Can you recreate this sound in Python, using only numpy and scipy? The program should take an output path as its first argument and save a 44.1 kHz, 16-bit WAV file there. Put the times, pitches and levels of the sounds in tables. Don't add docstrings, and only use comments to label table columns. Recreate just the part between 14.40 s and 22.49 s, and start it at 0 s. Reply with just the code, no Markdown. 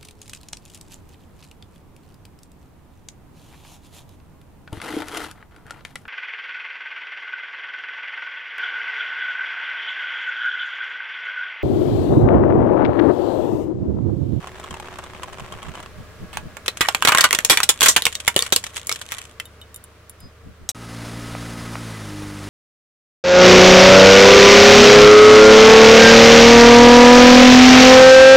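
import sys
import numpy as np
from scipy import signal
from scipy.fft import rfft, irfft, next_fast_len
from scipy.io import wavfile
from scipy.ndimage import uniform_filter1d

SR = 44100
rng = np.random.default_rng(int(sys.argv[2]) if len(sys.argv) > 2 else 0)


def put_to_file(sound):
    columns = np.atleast_2d(sound).T
    safe = np.clip(columns, -1, 1)
    whole_steps = np.round(safe * 32767)
    wavfile.write(sys.argv[1], SR, whole_steps.astype(np.int16))


N = 356769
TIME = np.arange(N) / SR

# start in seconds,
# level in dB, snap decay in seconds, # sharpness in dB (dull split below 0, thin splinter above).
CRACKS = [(1.9302, -34, 0.027, -4), (1.9715, -18.5, 0.0039, -3.5), (2.1688, -26, 0.0031, 0.5),
          (2.281, -10.5, 0.0037, 6), (2.4085, -9, 0.011, 0.5), (2.4865, -8, 0.003, -4),
          (2.5477, -7, 0.0026, 2.5), (2.6238, -6, 0.0013, -3), (2.6498, -5, 0.0042, -0.5),
          (2.6739, -3.5, 0.005, -5), (2.6845, -5, 0.0054, 3.5), (2.6922, -7, 0.0022, -3),
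          (2.7095, -23, 0.0014, -2), (2.7208, -4, 0.0038, -1), (2.7484, -3.5, 0.0029, -1.5),
          (2.7741, -6.5, 0.00091, 1), (2.7833, -3.5, 0.0045, -1.5), (2.8082, -3.5, 0.0046, 6.5),
          (2.8406, 0, 0.0072, -2), (2.9088, -7, 0.00047, 0.5), (2.9288, -4, 0.0015, 1),
          (2.9487, -10.5, 0.0035, 4), (2.9884, -8, 0.0014, 0.5), (3.0483, -5, 0.0029, 8.5),
          (3.098, -1.5, 0.018, 3.5), (3.173, -1.5, 0.0013, 1), (3.203, -9.5, 0.0015, -3),
          (3.232, -9.5, 0.0072, 5), (3.2906, -1, 0.0086, 4), (3.4079, -7.5, 0.003, 3),
          (3.418, -5, 0.0024, -2), (3.4286, -8, 0.027, 2.5), (3.4594, -4.5, 0.0091, -1),
          (3.484, -2, 0.014, 6.5), (3.5629, -3.5, 0.0075, 1.5), (3.58, -13.5, 0.00059, -2.5),
          (3.6216, -12.5, 0.00071, 3.5), (3.6537, -5, 0.0034, 3), (3.6667, -5, 0.0011, 0),
          (3.7526, -16.5, 0.0025, 4.5), (3.8782, -3, 0.0037, -1), (3.963, -0.5, 0.001, 1.5),
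          (3.9916, -4.5, 0.00025, 3), (4.0237, -8, 0.00067, 4.5), (4.1237, -7, 0.0085, 3.5),
          (4.162, -3.5, 0.0016, 4), (4.47, -21, 0.0025, 15), (4.4941, -14, 0.0026, -0.5),
          (4.5253, -14.5, 0.00078, 5.5), (4.7201, -19.5, 0.0058, -1), (4.9994, -24, 0.0037, -2),
          (6.29, -15.5, 0.009, 5.5)]
# frequency in Hz, relative level in dB.
SHELL_SPECTRUM = [(60, -11.5), (480, -7), (1100, -3.5), (1900, -3.5), (3300, -1.5), (4800, -7), (7500, -3),
                  (11000, -8.5), (16000, -17)]
SHELL_MODES_HZ = [470, 1090, 1890, 2270, 2960, 7050]
# start in seconds, length in seconds, level in dB.
GRINDS = [(2.426, 0.034, -21), (2.665, 0.2, -16), (3.1, 0.03, -18), (3.417, 0.06, -25), (3.986, 0.082, -33),
          (4.486, 0.071, -48), (4.689, 0.12, -37)]
# frequency in Hz, relative level in dB.
SCRAPE_SPECTRUM = [(100, -22.5), (500, -4), (1200, 0.5), (3300, 6.5), (4800, -4), (7500, 2.5),
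                   (11000, -5.5), (16000, -22)]
# start in seconds, level in dB.
THUDS = [(2.282, -22), (3.1, -12.5), (3.431, -16.5), (3.963, -5), (4.125, -9)]
# start in seconds, level in dB.
DEBRIS = [(2.2605, -24), (2.3717, -25.5), (3.7258, -25.5), (3.8017, -24), (3.868, -28), (4.064, -22.5),
          (4.2396, -21), (4.266, -25), (4.3606, -27), (4.367, -21), (4.378, -24.5), (4.515, -17.5),
          (4.559, -26.5), (4.615, -25), (4.7835, -26)]
# start in seconds, level in dB, T60 in
# seconds, three modes in Hz.
PINGS = [(4.9994, -23, 0.033, 2030, 2690, 3100), (6.2914, -20, 0.05, 3900, 5620, 8200)]
# start in seconds, level in dB.
KNOCKS = [(0.072, -28.5), (0.198, -28.5), (0.24, -30), (0.308, -27), (0.341, -28.5), (0.399, -26.5),
          (0.586, -27), (0.639, -30), (0.833, -23.5), (0.93, -32), (0.997, -30), (1.123, -28), (1.229, -30),
          (1.288, -37), (1.354, -31), (1.402, -30.5), (1.428, -34)]
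# frequency in Hz, relative level in dB.
TOY_SPECTRUM = [(100, -13), (400, -4), (1050, 1), (1700, -5.5), (3200, -10), (4800, -23.5), (8000, -21),
                (16000, -52.5)]
BODY_MODES_HZ = [1047, 3117]
# start in seconds, level in dB, brightness in dB.
BOUNCES = [(5.055, -45, 4.5), (5.215, -40.5, -8.5), (5.344, -51, 15), (5.361, -51, 15.5), (5.44, -58.5, 19),
           (5.696, -59, 23), (5.804, -58, 11.5)]
# frequency in Hz, relative level in dB, T60 in seconds.
SHARD_MODES = [(2990, 1, 0.08), (3690, 4.5, 0.07), (7310, -5, 0.048), (8700, 1, 0.034), (10380, 0, 0.045),
               (12200, -6.5, 0.054)]
# frequency in Hz, relative level in dB.
EXHAUST_SPECTRUM = [(54, -12), (108, -0.5), (160, -9), (205, -6.5), (232, -7), (256, -23), (290, -8),
                    (306, -0.5), (325, -19.5), (650, -23)]
# frequency in Hz, relative level in dB.
ROAD_SPECTRUM = [(250, -8.5), (750, -12), (1400, -12), (2700, -17.5), (6200, -22), (7800, -25),
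                 (10200, -24), (11500, -32), (16000, -37.5)]
# frequency in Hz, level in dB.
DRIVE_WHINE = [(1270, -49), (2012, -52.5), (5040, -59.5)]
# start in seconds, level in dB.
PEBBLES = [(6.951, -15), (7.355, -9.5)]
# frequency in Hz, relative level in dB.
POP_SPECTRUM = [(150, -22), (600, 8), (2500, -1), (4200, -32)]
# frequency in Hz, level in dB.
IDLE_TONES = [(75.4, -52), (102.3, -56.5), (452, -64)]
# frequency in Hz, relative level in dB.
WHIRR_SPECTRUM = [(25, -3), (110, -0.5), (330, -8), (450, -4), (850, -13), (1200, -8), (4800, -23.5),
                  (16000, -35)]
# frequency in Hz, level in dB.
BELT_WHINE = [(614, -57), (1125, -64.5), (1658, -61)]
# centre in seconds, level in dB.
GUSTS = [(.32, -38), (1.03, -36.5), (1.14, -37.5), (1.29, -35.5), (1.6, -36), (1.83, -35), (1.98, -37),
         (2.06, -35), (5.85, -41), (6.08, -37.5), (6.23, -42)]
# frequency in Hz, side against mid in dB.
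WIDTH = [(30, -8), (200, -15.5), (1200, -6.5), (2300, -3.5), (4200, -0.5), (9000, 1)]

TOY_END_S, MONO_S, CUT_OUT_S, CUT_IN_S = 1.475, 6.285, 6.317, 6.348
EDGE_HZ = 16000
STRIKE_DB, RIPPLE_DB = 4, 3.5
JERK_DB, JERK_S = 4, .0012
CAVE_S, CAVE_SPREAD_S = 2.9, 0.35
WHOLE_PANEL_HZ, BROKEN_PANEL_HZ = 1400, 2400
WHOLE_TREBLE_DB, BROKEN_TREBLE_DB = -8, 2
SHARP_OCTAVES_PER_DB = 0.21
AFTERCRACK_SHARE, AFTERCRACK_DB = 0.59, -19.5
AFTERCRACK_MEAN_DELAY_S, AFTERCRACK_DECAY_S = 0.012, 0.0015
GRIND_ATTACK_S, GRIND_SAG_DB_PER_S, GRIND_RELEASE_S = 0.032, 47.5, 0.019
TOUCH_S, LEAVE_S, TOUCH_FADE_S, TOUCH_DB = 2.6, 4.7, 0.22, -50.5
CREASES_PER_S = 170
DEBRIS_T60_S = .014
FREE_HZ, LOADED_HZ, SAG_S, SAG_SPREAD_S = 57.6, 50.2, 7.57, 0.071
DRIVE_DB, SWELL_DB, SWELL_S, LOADED_DB = -34.5, -6, 0.21, -1.5
WAVER_DB, WHINE_WIDTH_HZ = .9, 20
BRAKE_S = 5.845
IDLE_DB, IDLE_NEAR_S, IDLE_FADE_DB_PER_S = -45.5, 3.06, 2
GUST_S, BREEZE_DB, BREEZE_END_S = .033, -48, 2.19


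def cracks(ring_db=6, ring_width=0.41, lower_ratio=0.52, lower_db=1.5, first_db=4, first_s=0.0016,
           recoil_db=-21, recoil_s=0.017, flex_t60_s=0.013, modes_db=-24, modes_t60_s=0.05, size=2048):
    out = np.zeros((2, N))
    t = np.arange(3 * size) / SR
    hz = abs(np.fft.fftfreq(size, 1 / SR))
    ripple_hz = np.geomspace(200, 16000, 170)
    for s, db, snap_s, sharp_db in CRACKS + small_cracks():
        broken = ease(s, CAVE_S, CAVE_SPREAD_S)
        panel_hz = WHOLE_PANEL_HZ * (BROKEN_PANEL_HZ / WHOLE_PANEL_HZ) ** broken
        ring_hz = panel_hz * 2 ** (SHARP_OCTAVES_PER_DB * sharp_db)
        treble_db = WHOLE_TREBLE_DB + (BROKEN_TREBLE_DB - WHOLE_TREBLE_DB) * broken + sharp_db

        first = amp(first_db) * np.exp(-t / min(first_s, snap_s))
        snap = np.maximum(np.exp(-t / snap_s), first)
        jerks = unit(uniform_filter1d(rng.standard_normal(len(t)), round(JERK_S * SR)))
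        uneven = amp(JERK_DB * np.clip(jerks, -2, 1) * (1 - np.exp(-t / first_s)))
        recoil = amp(recoil_db) * np.exp(-t / recoil_s)
        envelope = np.hypot(snap, recoil) * uneven

        tilt = [(450, 2 * min(sharp_db, 0)), (1000, 0.0048), (2700, 0), (6500, treble_db)]
        modes = [(ring_hz, ring_db), (lower_ratio * ring_hz, lower_db)]
        panel_db = sum(peak_db / (1 + ((hz / mode_hz - 1) / ring_width) ** 2) for mode_hz, peak_db in modes)
        ripple_db = RIPPLE_DB * np.interp(hz, ripple_hz, rng.standard_normal(len(ripple_hz)))
        signs = rng.choice([-1., 1.], (2, len(t)))
        burst = colour(signs * envelope, SHELL_SPECTRUM, read(tilt, hz) + panel_db + ripple_db)
        add(out, s, amp(db) * unit(burst) * np.sqrt(np.mean(envelope ** 2)))
        add(out, s, ring([ring_hz], db, flex_t60_s))
        shell_db = db + modes_db + read(tilt, np.array(SHELL_MODES_HZ))
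        add(out, s, ring(SHELL_MODES_HZ, shell_db, modes_t60_s, STRIKE_DB))
    return out * amp([[-.5], [1]])


def small_cracks():
    rows = []
    for (s, db, _, sharp_db), (chance, wait) in zip(CRACKS, rng.random((len(CRACKS), 2))):
        if chance < AFTERCRACK_SHARE:
            later_s = s + AFTERCRACK_MEAN_DELAY_S * (.5 + wait)
            rows.append((later_s, db + AFTERCRACK_DB, AFTERCRACK_DECAY_S, sharp_db))
    return rows


def grinding(groan_db=-5, mode_db=13, mode_width_hz=90, dull_db=-12, scrape_db=-25, follow=0.38, size=2048):
    load = tyre_load()
    hz = abs(np.fft.fftfreq(size, 1 / SR))
    modes = sum(mode_db / (1 + ((hz - mode_hz) / mode_width_hz) ** 2) for mode_hz in SHELL_MODES_HZ[1:])
    muffling = dull_db * abs(np.log2((hz + 1) / WHOLE_PANEL_HZ)).clip(0, 2)
    slips = grains(per_s=600, spread_db=4.5, decay_s=0.0018)
    rustle = grains(per_s=1100, spread_db=8, decay_s=0.0012)
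    groan = amp(groan_db) * load * noise(SHELL_SPECTRUM, slips, modes + muffling)
    scrape = amp(scrape_db) * load ** follow * noise(SCRAPE_SPECTRUM, rustle)
    return groan + scrape


def tyre_load():
    inside_s = np.minimum(TIME - TOUCH_S, LEAVE_S - TIME)
    load = amp(TOUCH_DB) * np.clip(1 + inside_s / TOUCH_FADE_S, 0, 1)
    for s, length_s, db in GRINDS:
        t = np.maximum(TIME - s, 0)
        held = amp(db - GRIND_SAG_DB_PER_S * t) * np.minimum(t / GRIND_ATTACK_S, 1)
        load = load + held * np.exp(-np.maximum(t - length_s, 0) / GRIND_RELEASE_S)
    return load


def crackle(level_db=-3, middle_hz=1750, t60_s=0.012):
    out, load = np.zeros((2, N)), tyre_load()
    for start, length_s, _ in GRINDS:
        for s in start + length_s * rng.random(int(length_s * CREASES_PER_S)):
            hz = middle_hz * 2 ** (rng.standard_normal(2) / 2)
            add(out, s, load[int(s * SR)] * ring(hz, level_db, t60_s, STRIKE_DB))
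    return out


def thuds(low_hz=390, high_hz=530, t60_s=0.03, push_hz=170, push_db=-12, level_db=-3):
    out = np.zeros((2, N))
    for s, db in THUDS:
        knock = ring([low_hz, high_hz], db + level_db, t60_s)
        push = ring([push_hz], db + level_db + push_db, t60_s)
        add(out, s, knock + push)
    return out


def debris(ring_hz=2700, ring_db=-7, tick_s=0.0053):
    out, t = np.zeros((2, N)), TIME[:SR // 10]
    for s, db in DEBRIS:
        tick = rng.standard_normal((2, len(t))) * amp(db) * np.exp(-t / tick_s)
        add(out, s, colour(tick, SCRAPE_SPECTRUM))
        hz = ring_hz * 2 ** rng.uniform(-1.25, 1, size=4)
        add(out, s, ring(hz, db + ring_db, DEBRIS_T60_S))
    return out


def pings():
    out = np.zeros((2, N))
    for s, db, t60_s, *modes_hz in PINGS:
        add(out, s, ring(modes_hz, db, t60_s))
    return out


def underbody(x, t60_s=0.1):
    t = TIME[:SR // 2]
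    decay = 1000 ** (-t / t60_s) * (t > .005)
    tail = colour(rng.standard_normal((2, len(t))) * decay, SHELL_SPECTRUM)
    return signal.fftconvolve(x, tail / np.linalg.norm(tail[0]), axes=1)[:, :N]


def toy(clack_db=-5, clack_t60_s=0.049, knock_db=8, tick_db=-16, knock_s=0.0049, chatter_db=-42,
        hum_hz=369, hum_db=-46, hum_s=1.4):
    knocks, clacks = np.zeros((1, N)), np.zeros((2, N))
    for s, db in KNOCKS:
        add(knocks, s, amp(db + knock_db) * np.exp(-TIME[:SR // 10] / knock_s))
        hz = np.array(BODY_MODES_HZ) * (1 + rng.standard_normal() / 10)
        add(clacks, s, ring(hz, db + clack_db + read(TOY_SPECTRUM, hz) / 2, clack_t60_s, STRIKE_DB))
    chatter = amp(chatter_db) * noise(TOY_SPECTRUM, grains(per_s=150, spread_db=3, decay_s=.0015) + .2)
    blows = rng.standard_normal((2, N)) * knocks
    bumps = colour(blows, TOY_SPECTRUM) + amp(tick_db) * colour(blows, SCRAPE_SPECTRUM)
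    hum = amp(hum_db) * np.sin(2 * np.pi * hum_hz * np.cumsum(1 + 0.016 * drift(21)) / SR)
    receding = np.exp(-(TIME / hum_s) ** 2)
    return (chatter + bumps + clacks + receding * hum) * (TIME < TOY_END_S)


def second_car(road_db=-1, harmonics=11):
    load = ease(TIME, SAG_S, SAG_SPREAD_S)
    hz = (FREE_HZ + (LOADED_HZ - FREE_HZ) * load) * (1 + 0.0024 * drift(8.4))
    swell_db = SWELL_DB * np.exp(-np.maximum(TIME - CUT_IN_S, 0) / SWELL_S)
    db = DRIVE_DB + LOADED_DB * load + swell_db
    phase = 2 * np.pi * np.cumsum(hz) / SR
    firing = np.zeros(N)
    for k in range(1, harmonics + 1):
        level = amp(read(EXHAUST_SPECTRUM, k * hz) + WAVER_DB * drift(6.4))
        firing += level * np.cos(k * phase + 2 * np.pi * rng.random())
    road = amp(road_db + db) * noise(ROAD_SPECTRUM, amp(WAVER_DB * drift(60)))
    whining = amp(db - db.max()) * (1 - load / 2) * whine(DRIVE_WHINE, WHINE_WIDTH_HZ)
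    return amp(db) * np.sqrt(2) * firing + road + whining


def pebbles(decay_s=0.0011):
    out, t = np.zeros((2, N)), TIME[:SR // 10]
    for s, db in PEBBLES:
        pop = rng.standard_normal((2, len(t))) * amp(db) * np.exp(-t / decay_s)
        add(out, s, colour(pop, POP_SPECTRUM))
    return out


def shard(tick_db=6, tick_s=0.0013):
    out, t = np.zeros((2, N)), TIME[:SR // 4]
    hz, mode_db, t60_s = np.transpose(SHARD_MODES)
    for s, db, bright_db in BOUNCES:
        hiss = np.diff(rng.standard_normal((2, len(t) + 1)))
        tick = amp(tick_db + bright_db) * hiss * np.exp(-t / tick_s)
        ringing = ring(hz, mode_db + bright_db * (hz > 6000), t60_s, STRIKE_DB / 2)
        add(out, s, amp(db) * (ringing + tick))
    return out


def brake(hz=5001, db=-48, half_length_s=0.037):
    phase = 2 * np.pi * np.cumsum(hz * (1 + 0.0018 * drift(19.7))) / SR
    return amp(db) * np.exp(-((TIME - BRAKE_S) / half_length_s) ** 2) * np.sin(phase)


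def first_car():
    turns = np.cumsum(1 + 0.0022 * drift(1.9)) / SR
    tones = np.zeros(N)
    for hz, db in IDLE_TONES:
        tones += amp(db) * np.sqrt(2) * np.sin(2 * np.pi * (hz * turns + rng.random()))
    near = amp(-IDLE_FADE_DB_PER_S * np.maximum(TIME - IDLE_NEAR_S, 0))
    whirr = amp(IDLE_DB) * near * noise(WHIRR_SPECTRUM)
    return tones * amp(drift(9.3)) + whirr + near ** 2 * whine(BELT_WHINE, WHINE_WIDTH_HZ)


def whine(lines, width_hz):
    out = np.zeros(N)
    for hz, db in lines:
        angle = 2 * np.pi * hz * TIME
        out += amp(db) * (drift(width_hz) * np.cos(angle) + drift(width_hz) * np.sin(angle))
    return out


def wind():
    puffs = sum(amp(db) * np.exp(-((TIME - s) / GUST_S) ** 2) for s, db in GUSTS)
    breeze = amp(BREEZE_DB) * (1 - ease(TIME, BREEZE_END_S, GUST_S))
    rumble = [(30, 8.5), (170, 6.5), (450, -9), (3000, -44)]  # Hz, relative dB
    ports = [noise(rumble, amp(2 * drift(58)))[0] for _ in range(2)]
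    return np.hypot(puffs, breeze) * np.array(ports)


def ring(hz, db, t60_s, strike_db=0):
    t = TIME[:SR // 4]
    hz, db, t60_s = np.array(np.broadcast_arrays(hz, db, t60_s), float)[:, :, None]
    struck = amp(db + strike_db * np.clip(rng.standard_normal(hz.shape), -2, 1))
    spread = amp(read(WIDTH, hz)) * rng.standard_normal((2, *hz.shape))
    phase = 2 * np.pi * rng.random(hz.shape) + spread
    return (struck * 1000 ** (-t / t60_s) * np.sin(2 * np.pi * hz * t + phase)).sum(1)


def grains(per_s, spread_db, decay_s):
    sizes = amp(spread_db * np.minimum(rng.exponential(1, N), 4))
    snaps = sizes * (rng.random(N) < per_s / SR)
    power = signal.lfilter([1], [1, -np.exp(-2 / (decay_s * SR))], snaps ** 2)
    return np.sqrt(unit(power))


def noise(spectrum, envelope=1, extra_db=0):
    return unit(colour(rng.standard_normal((2, N)) * envelope, spectrum, extra_db))


def colour(x, spectrum, extra_db=0, size=2048):
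    hz = abs(np.fft.fftfreq(size, 1 / SR))
    mid_db = read(spectrum, hz) + extra_db
    log_gain = np.log(amp([mid_db, mid_db + read(WIDTH, hz)]))
    taps = np.fft.ifft(np.exp(np.conj(signal.hilbert(log_gain)))).real
    mid, side = signal.fftconvolve(x, taps, axes=1)[:, :x.shape[1]]
    return np.array([mid + side, mid - side])


def drift(width_hz):
    size = next_fast_len(N, True)
    lowpass = np.exp(-(np.fft.rfftfreq(size, 1 / SR) / width_hz) ** 2)
    return unit(irfft(rfft(rng.standard_normal(size)) * lowpass, size)[:N])


def ease(t, middle_s, spread_s):
    return .5 + .5 * np.tanh((t - middle_s) / (2 * spread_s))


def read(points, hz):
    f, value = np.transpose(points)
    return np.interp(np.log(hz + 1), np.log(f), value)


def amp(db):
    return 10 ** (np.asarray(db) / 20)


def unit(x):
    return x / np.sqrt(np.mean(x ** 2) + 1e-20)


def add(mix, s, sound):
    part = mix[:, max(round(s * SR), 0):][:, :sound.shape[-1]]
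    part += sound[..., :part.shape[1]]


def scene():
    plastic = cracks() + grinding() + crackle() + thuds() + debris() + pings()
    scatter = amp(-18.5) * underbody(plastic)
    crush = plastic + scatter + toy() + shard() + brake() + first_car() + wind()
    crush = np.where(TIME < MONO_S, crush, crush.mean(axis=0))
    drive = (second_car() + pebbles()).mean(axis=0)
    return crush * (TIME < CUT_OUT_S) + drive * (TIME > CUT_IN_S)


def record(dry):
    limited = dry / (1 + (dry / .87) ** 4) ** (1 / 4)
    lowpass = signal.firwin(255, EDGE_HZ, window=("kaiser", 8), fs=SR)
    return signal.oaconvolve(limited, lowpass[None], "same")


dry = scene()
out = record(dry)
put_to_file(out)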